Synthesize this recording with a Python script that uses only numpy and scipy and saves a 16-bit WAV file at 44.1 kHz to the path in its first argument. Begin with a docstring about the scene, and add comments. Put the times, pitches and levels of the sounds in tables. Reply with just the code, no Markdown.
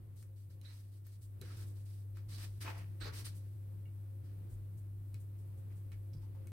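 """A quiet kitchen, where hands fold a thin pastry sheet on a wooden board near two microphones.
Fingers brush the sheet and drag it in short strokes: many tiny slips that blend into a rustle.
Nails and a ring tick on the board, one tap with a very bright click. Firm rubs chatter,
the counter thuds and a dish clinks once. Behind it all are a low rumble, a faint hiss and
a steady hum at twice the mains rate, which dips briefly at splices, as in sped-up audio."""
import sys
import numpy as np
from scipy import signal
from scipy.fft import rfft, irfft
from scipy.io import wavfile
from scipy.ndimage import uniform_filter1d

SR = 44100
rng = np.random.default_rng(int(sys.argv[2]) if len(sys.argv) > 2 else 0)


def to_wav(sig):
    """Store sig (one row per channel, or 1-D mono) as 16-bit WAV at the path in sys.argv[1].

    Samples outside -1..1 are clipped; the rate is SR.
    """
    pcm = np.clip(np.atleast_2d(sig), -1, 1) * 32767
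    pcm = np.round(pcm).astype(np.int16)
    wavfile.write(sys.argv[1], SR, pcm.T)  # frames by channels


N = 287518

# the background, louder from the second fold on: t/s, hum level/dB, rumble level/dB
BACKGROUND = [(0.0, -50.5, -58.5), (.35, -50, -63), (.6, -50, -61), (1.15, -50.5, -65), (1.3, -48.5, -61.5),
              (1.6, -45, -55.5), (1.85, -45.5, -59.5), (2.7, -44.5, -58), (3.6, -45.5, -59.5),
              (4.25, -45.5, -58), (4.65, -45.5, -59), (4.9, -45, -59.5), (5.5, -45.5, -58.5),
              (6.0, -45, -59), (6.25, -45.5, -58), (6.52, -46, -59)]


def undb(db):
    """Turn decibels into a factor to multiply a sound by."""
    return 10 ** (np.asarray(db) / 20)


def unit(x):
    """Scale a sound to an average power of 1."""
    return x / np.sqrt(np.mean(x ** 2))


def pan(db, pan_db):
    """Left and right gains around a level; pan_db is left minus right."""
    return undb(db + pan_db * np.array([[.5], [-.5]]))


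def curve(rows, column):
    """Join one column's levels with straight lines over time."""
    rows = np.asarray(rows)
    return np.interp(np.arange(N) / SR, rows[:, 0], rows[:, column], left=-130, right=-130)


def along(points, hz):
    """Read between (frequency, value) points, with every octave equally wide."""
    points = np.asarray(points)
    return np.interp(np.log(hz), np.log(points[:, 0]), points[:, 1])


def wander(rate):
    """Drift smoothly to a new random value, rate times a second."""
    hold = int(SR / rate)
    steps = np.repeat(rng.standard_normal(N // hold + 1), hold)
    return uniform_filter1d(uniform_filter1d(steps, hold), hold)[:N]


def stereo(noises, colour, resonances=()):
    """Give two unrelated noises a tone colour and share them between the microphones."""
    # how alike the microphones sound: f/Hz, likeness (limited to 0-1 below)
    likeness = [(40, 1.3), (100, 0.04), (160, 0.53), (290, 0.53), (640, -0.11), (1400, .0), (15000, .0)]
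    # which side is louder: f/Hz, left minus right/dB
    balance = [(60, 4.5), (150, 1), (330, -2.5), (650, 4), (1300, -2.5), (2400, 1.5), (4200, -3), (8100, 1),
               (15000, 1.5)]
    hz = np.arange(N // 2 + 1) * SR / N + 1
    peaks_db = sum(gain / (1 + (2 * (hz - note) / width) ** 2) for note, width, gain in resonances)
    db = along(colour, hz) + peaks_db
    alike = np.clip(along(likeness, hz), 0, 1)
    mid = rfft(noises[0]) * np.sqrt(1 + alike)
    side = rfft(noises[1]) * np.sqrt(1 - alike)
    lean_db = along(balance, hz) / 2
    left = (mid + side) * undb(db + lean_db)
    right = (mid - side) * undb(db - lean_db)
    return unit(irfft(np.array([left, right]), N))


def slips(scatter_db, samples):
    """Two friction noises made of tiny slips, each a few samples long and of random strength."""
    noises = []
    for _ in range(2):
        strength = undb(scatter_db * rng.exponential(size=N // samples + 1))
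        noises.append(np.repeat(strength, samples)[:N] * rng.standard_normal(N))
    return np.array(noises)


def ring(notes, length_s):
    """The fading notes of a struck object; each microphone hears its own random mix."""
    t = np.arange(int(length_s * SR)) / SR
    strengths = undb(2.5 * rng.standard_normal((2, len(notes))))
    # here and below, a fade time is how long a sound takes to fall by 60 dB
    tones = [undb(db - 60 * t / fade_s) * np.sin(2 * np.pi * hz * t) for hz, db, fade_s in notes]
    return strengths @ np.array(tones)


def add(out, start_s, sound):
    """Mix a sound into out at the given time."""
    i = int(start_s * SR)
    out[:, i:i + sound.shape[-1]] += sound[..., :N - i]


def hum():
    """A steady hum, briefly dipping at splices, where two pieces overlap and partly cancel."""
    # splices in the tone: t/s, jump/cycles
    splices = [(0.063, 0.32), (0.154, -0.2), (0.22, 0.25), (0.497, -0.43), (1.217, 0.45), (1.397, -0.34),
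               (1.42, 0.2), (1.438, -0.3), (1.566, 0.35), (2.281, 0.27), (2.596, 0.31), (3.126, -0.45),
               (3.241, 0.32), (3.55, 0.2), (4.233, -0.38), (4.511, -0.49), (4.775, 0.27), (5.569, -0.27),
               (5.91, -0.16), (6.139, 0.21), (6.457, -0.3)]
    hum_hz, overlap_s = 99.6, 0.026
    t = np.arange(N) / SR
    shift = 2 * np.pi * sum(jump * (t > start_s) for start_s, jump in splices)
    cosine, sine = uniform_filter1d([np.cos(shift), np.sin(shift)], int(overlap_s * SR))
    phase = 2 * np.pi * hum_hz * t
    tone = np.sqrt(2) * (cosine * np.sin(phase) + sine * np.cos(phase))
    return tone * pan(curve(BACKGROUND, 1), pan_db=1.2)


def air():
    """The kitchen rumbles, with standing waves lifting a few notes, and the microphones hiss."""
    # colour of the rumble: f/Hz, relative level/dB
    rumble_colour = [(20, -38), (30, -10.5), (45, 1.5), (70, -2), (130, -0.5), (190, -15), (350, -13),
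                     (600, -23.5), (900, -28.5), (2300, -35.5), (5000, -43.5), (9000, -60.5)]
    # standing waves between the walls: f/Hz, width/Hz, boost/dB
    room_notes = [(169.2, 13, 12), (224, 12, 7.5), (282.7, 15, 5), (337.2, 12, 8.5), (533.7, 9.4, 14)]
    # colour of the hiss: f/Hz, relative level/dB
    hiss_colour = [(1500, -15), (4000, -11), (6800, -10), (8300, -1.5), (11000, 0), (13000, 2),
                   (16000, -0.5)]
    rumble = stereo(rng.standard_normal((2, N)), rumble_colour, room_notes)
    hiss = stereo(rng.standard_normal((2, N)), hiss_colour)
    rumble_db = curve(BACKGROUND, 2) + 1.4 * wander(rate=8)
    hum_change_db = curve(BACKGROUND, 1) - BACKGROUND[-1][1]
    hiss_db = -73.5 + 0.64 * hum_change_db + .7 * wander(rate=12)  # rises and falls with the hum
    return rumble * undb(rumble_db) + hiss * undb(hiss_db)


def strokes():
    """How strong brushing, crackle, drag and rasp are over time as the hands make their strokes."""
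    # hand strokes: t/s, length/s, level/dB, weight on the sheet/dB, swell from start to end/dB
    moves = [(0.151, 0.075, -77.5, -6, 6), (0.351, .09, -80.5, -3.5, -1), (0.49, 0.058, -78, -2.5, -6),
             (0.622, 0.12, -71.5, 0, 3), (0.717, 0.096, -74.5, -2.5, 3.5), (.82, 0.09, -83, -2.5, -3),
             (0.907, 0.072, -80, -3.5, 3), (1.038, 0.077, -77, -3, 0), (1.11, 0.051, -77.5, -4, 1),
             (1.204, 0.04, -77, -7, 7), (1.403, 0.15, -67.5, 1, 5), (1.554, 0.086, -67, -2.5, 1.5),
             (1.654, 0.057, -76.5, -6.5, 0), (1.744, 0.075, -76.5, -3.5, -1), (1.845, 0.18, -76, -3, -6),
             (2.139, 0.054, -75, 3, 8), (2.278, 0.085, -63.5, -1, 7.5), (2.367, 0.082, -59.5, -0.5, 7),
             (2.48, .1, -80.5, -4, -2), (2.599, 0.029, -55.5, -1, 6.5), (2.633, .075, -61, 8.5, 6),
             (2.718, 0.095, -72, 9.5, 5), (2.768, 0.033, -68, -2.5, -7), (2.81, 0.039, -81, 10, -9),
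             (2.995, 0.051, -62.5, 5, 7.5), (3.042, .047, -63, 9, -1.5), (3.114, 0.017, -67.5, 9, 1),
             (3.124, 0.087, -57.5, -1, 2), (3.237, .038, -55.5, -1.5, 1), (3.31, .04, -80, 2, -1),
             (3.334, 0.046, -78, -8, 8), (4.229, 0.11, -80.5, -0.5, -5), (4.485, 0.055, -86, -11.5, 4),
             (4.76, 0.033, -88.5, -12.5, 4), (5.142, .035, -80, 3, -3), (5.188, 0.036, -86.5, -12, -1),
             (5.334, .03, -90, 8, 1), (5.374, .04, -87, -9.5, -2), (5.565, 0.036, -92, -13.5, -2),
             (5.696, 0.04, -83.5, 8.5, 1), (5.747, .05, -89, -11, 1), (5.91, 0.038, -74.5, 5, -7),
             (6.118, .06, -85, -3, -7), (6.205, 0.042, -78, -1, 1), (6.338, 0.026, -83, 5, -3),
             (6.46, 0.036, -90, -11, -5)]
    # weight trades brushing for drag; change per dB of weight: brush/dB, crackle/dB, drag/dB, rasp/dB
    per_weight = [-1.425, -0.082, 1.18, 1.74]
    rise_s, fade_s, arch_db = .018, 0.16, 2.5  # the arch lowers both ends of a stroke
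    settle_db, settle_fade_s = -19.5, 1.34  # the sheet rustles on faintly afterwards
    power = np.zeros((4, N))
    t = np.arange(int(.6 * SR)) / SR
    rise = np.sin(np.pi / 2 * np.clip(t / rise_s, 0, 1)) ** 2
    for start_s, length_s, db, weight_db, swell_db in moves:
        from_middle = np.clip(t / length_s, 0, 1) - .5
        after_s = np.clip(t - length_s, 0, 1)
        hold = rise * undb(db + swell_db * from_middle - arch_db * (2 * from_middle) ** 2)
        fall = undb(-60 * after_s / fade_s)
        settle = undb(settle_db - 60 * after_s / settle_fade_s)
        shares = undb(weight_db * np.array(per_weight))
        add(power, start_s, np.outer(shares ** 2, hold ** 2 * (fall ** 2 + settle ** 2)))
    return np.sqrt(power)


def hands():
    """Fingertips brush the sheet, it crackles, and the folded pastry drags and rasps on the board."""
    # airy brushing of fingertips: f/Hz, relative level/dB
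    brush_colour = [(3500, -25), (6500, -4.5), (8500, 2), (11500, -1), (16000, -6.5)]
    # crackle of the sheet: f/Hz, relative level/dB
    crackle_colour = [(2000, -22), (3000, -9), (3900, -4.5), (4800, -6), (6000, -6.5), (8000, -34)]
    # duller drag over the wood: f/Hz, relative level/dB
    drag_colour = [(400, -14), (750, -21), (1050, -9.5), (1350, -6.5), (1800, -5), (2500, -8),
                   (3000, -11.5), (4000, -24)]
    # low rasp of the board under weight: f/Hz, relative level/dB
    rasp_colour = [(200, -25), (330, -1.5), (520, 2.5), (800, 1.5), (1300, -8), (3000, -49)]
    # hollow notes of the rubbed board: f/Hz, width/Hz, boost or cut/dB
    board_notes = [(311, 58, 16.5), (464, 13, -7), (950, 17, 12.5), (1160, 25, 3), (1500, 17, -11),
                   (1760, 38, 0), (2520, 100, 2), (3050, 25, 6), (4300, 22, 6.5), (4900, 440, 3),
                   (8240, 32, 9)]
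    brush = stereo(slips(1.5, samples=8), brush_colour, board_notes)
    crackle = stereo(slips(1.0, samples=16), crackle_colour, board_notes)
    drag = stereo(slips(1.5, samples=40), drag_colour, board_notes)
    rasp = stereo(slips(1.5, samples=80), rasp_colour)
    brushing, crackling, dragging, rasping = strokes()
    light = brush * brushing + crackle * crackling
    heavy = drag * dragging * undb(-0.5) + rasp * rasping * undb(-11.5)
    flicker = undb(0.76 * wander(rate=90))
    return (light + heavy) * flicker


def ticks():
    """A nail or a ring hits the board: a sharp crack, and the wood sounds briefly."""
    # taps on the board: t/s, level/dB, brightness/dB, left minus right/dB, favoured f/Hz
    taps = [(0.2266, -59, -2.5, 0, 1780), (0.5076, -68, -10, -2, 1950), (0.614, -55.5, -9.5, -9, 4020),
            (1.052, -73, -5, -0.5, 4240), (1.067, -61, -6, 0, 1670), (1.4139, -47, -7.5, -8, 4100),
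            (1.422, -50.5, -21, -13, 1520), (2.1708, -52, -12, 0, 1520), (5.1429, -51.5, -6.5, 0, 2510),
            (5.9177, -51.5, -15, 2, 2300), (5.931, -54, -18, -6, 2140), (6.1338, -59, -17, -4, 3820),
            (6.4708, -55, -6.5, 0.5, 2380)]
    # notes of the struck board: f/Hz, level/dB, fade time/s
    board_notes = [(1350, -3, 0.014), (1546, -8.5, 0.027), (1750, -6, 0.02), (2224, -10, 0.052),
                   (2465, -7.5, 0.023), (2880, -5, 0.018), (3320, -11, 0.023), (3990, -1.5, 0.011),
                   (5200, -27, 0.011)]
    contact_s, wood_rise_s, wood_length_s = .0008, 0.00045, .1
    out = np.zeros((2, N))
    t = np.arange(int(0.021 * SR)) / SR
    contact = t / contact_s * np.exp(1 - t / contact_s)
    treble = signal.iirpeak(9200, Q=1.3, fs=SR)
    wood_rise = np.clip(np.arange(int(wood_length_s * SR)) / SR / wood_rise_s, 0, 1)
    for start_s, db, bright_db, pan_db, note_hz in taps:
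        # the struck spot favours one note; others lose 11.4 dB for each octave away
        notes = [(hz, level - 11.4 * abs(np.log2(hz / note_hz)), fade_s)
                 for hz, level, fade_s in board_notes]
        sides = pan(db, pan_db)
        crack = contact * signal.lfilter(*treble, rng.standard_normal(len(t)))  # shared by both sides
        fizz = np.diff(rng.standard_normal((2, len(t) + 1))) * undb(-17 - 60 * t / 0.029)
        add(out, start_s, (crack + fizz) * sides * undb(bright_db + 6.5))
        add(out, start_s, ring(notes, wood_length_s) * wood_rise * sides * undb(-1.5))
    return out


def rubs_and_click():
    """Rubs chatter as slips ring one note; a very short, bright click tops the tap at 1.07 s."""
    # the rubs and the one click: t/s, length/s, f/Hz, width/Hz, level/dB, left minus right/dB
    bursts = [(0.646, 0.018, 3930, 350, -63.5, -11), (0.676, 0.033, 4050, 450, -71, -6),
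              (0.64, 0.074, 1900, 1200, -75.5, -8), (1.065, .003, 14000, 4000, -58.5, 0),
              (1.44, 0.096, 1490, 900, -73, -2), (1.5, 0.016, 1270, 200, -66, -1),
              (1.576, 0.063, 1370, 796, -71, -8), (2.317, 0.055, 4100, 1500, -66, -7),
              (2.64, 0.055, 330, 80.5, -61.5, -5), (2.656, 0.039, 950, 600, -53.5, 0),
              (2.702, 0.079, 800, 600, -66.5, 3), (2.663, 0.03, 2300, 900, -58, -5),
              (3.003, 0.019, 343, 100, -57.5, 3), (3.004, 0.042, 4100, 900, -59, -13),
              (3.001, 0.028, 8260, 500, -66.5, -4), (3.008, 0.035, 1600, 700, -60.5, -5),
              (3.051, 0.034, 4300, 1500, -55.5, -3), (3.051, 0.044, 1360, 900, -57.5, -1),
              (3.05, 0.04, 427, 160, -59.5, 4), (3.242, 0.032, 4280, 1800, -61.5, 0),
              (3.249, 0.014, 8970, 500, -53.5, 4), (6.131, 0.012, 5300, 1300, -70.5, -3),
              (6.162, .02, 5000, 600, -80, -1), (6.224, .03, 950, 300, -77, -7),
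              (6.345, 0.027, 950, 450, -79, 0)]
    rise_s, fade_s = 0.0053, 0.037
    out = np.zeros((2, N))
    noise = slips(2.5, samples=60)
    noise = noise + 0.38 * noise[::-1]  # each side hears some of the other
    for start_s, length_s, hz, width_hz, db, pan_db in bursts:
        t = np.arange(int((length_s + 0.14) * SR)) / SR
        i = int(start_s * SR)
        resonance = signal.iirpeak(hz, hz / width_hz, SR)
        note = signal.lfilter(*resonance, noise[:, i:i + len(t)])
        note = unit(signal.lfilter(*resonance, note))  # a second pass makes the note clearer
        rise = np.clip(t / rise_s, 0, 1)
        release = undb(-60 * np.clip(t - length_s, 0, 1) / fade_s)
        add(out, start_s, note * rise * release * pan(db, pan_db))
    return out


def thuds():
    """Soft pushes swing the counter, alike in both microphones."""
    # pushes on the counter: t/s, level/dB, f/Hz
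    pushes = [(1.24, -53, 44.5), (1.414, -55, 264), (1.417, -49, 385), (1.434, -54.5, 493), (2.26, -52, 42),
              (2.48, -50, 42), (3.011, -43, 42.5), (3.866, -54, 145), (4.52, -42, 41.4), (4.969, -50, 41.7),
              (5.14, -44.5, 110.5), (5.928, -49, 44.5), (6.15, -41, 140), (6.163, -47, 41.3)]
    out = np.zeros((2, N))
    t = np.arange(int(.4 * SR)) / SR
    for start_s, db, hz in pushes:
        fade_s = 0.19 * (115.0 / hz) ** 0.75  # higher thuds die sooner
        rise = 1 - np.exp(-t * hz * 24.0)
        add(out, start_s, rise * undb(db - 60 * t / fade_s) * np.sin(2 * np.pi * hz * t))
    return out


def clink():
    """A dish further off rings briefly on two notes."""
    # a small knock on the dish: t/s, level/dB, f/Hz
    knocks = [(3.856, -69.5, 2250)]
    # notes of the dish: ratio to its pitch, level/dB, fade time/s
    dish_notes = [(1, 0, .05), (1.25, -1.5, .05)]
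    out = np.zeros((2, N))
    for start_s, db, hz in knocks:
        notes = [(hz * ratio, level, fade_s) for ratio, level, fade_s in dish_notes]
        add(out, start_s, ring(notes, length_s=.15) * undb(db))
    return out


def wall_echo(sound):
    """Tiled walls answer with a short, dull scatter of echoes."""
    delay_s, fade_s, echo_db = .004, 0.15, -6
    t = np.arange(int(.3 * SR)) / SR
    dull_noise = uniform_filter1d(rng.standard_normal((2, len(t))), size=3)
    echoes = dull_noise * undb(-60 * t / fade_s) * (t > delay_s)
    echoes /= np.sqrt(np.sum(echoes ** 2) / 2)
    return undb(echo_db) * signal.fftconvolve(sound, echoes, axes=1)[:, :N]


def scene():
    """Add up the kitchen's sounds; only the crisp ones echo."""
    crisp = ticks() + clink() + rubs_and_click()
    return crisp + wall_echo(crisp) + hands() + thuds() + hum() + air()


def record(dry):
    """The camera cuts the deepest bass and the highest treble."""
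    bottom_hz, top_hz = 32, 15850
    bass_cut = signal.butter(2, bottom_hz, "high", fs=SR, output="sos")
    treble_cut = signal.ellip(12, .2, 60, top_hz, fs=SR, output="sos")
    return signal.sosfilt(treble_cut, signal.sosfilt(bass_cut, dry))


dry = scene()
out = record(dry)
to_wav(out)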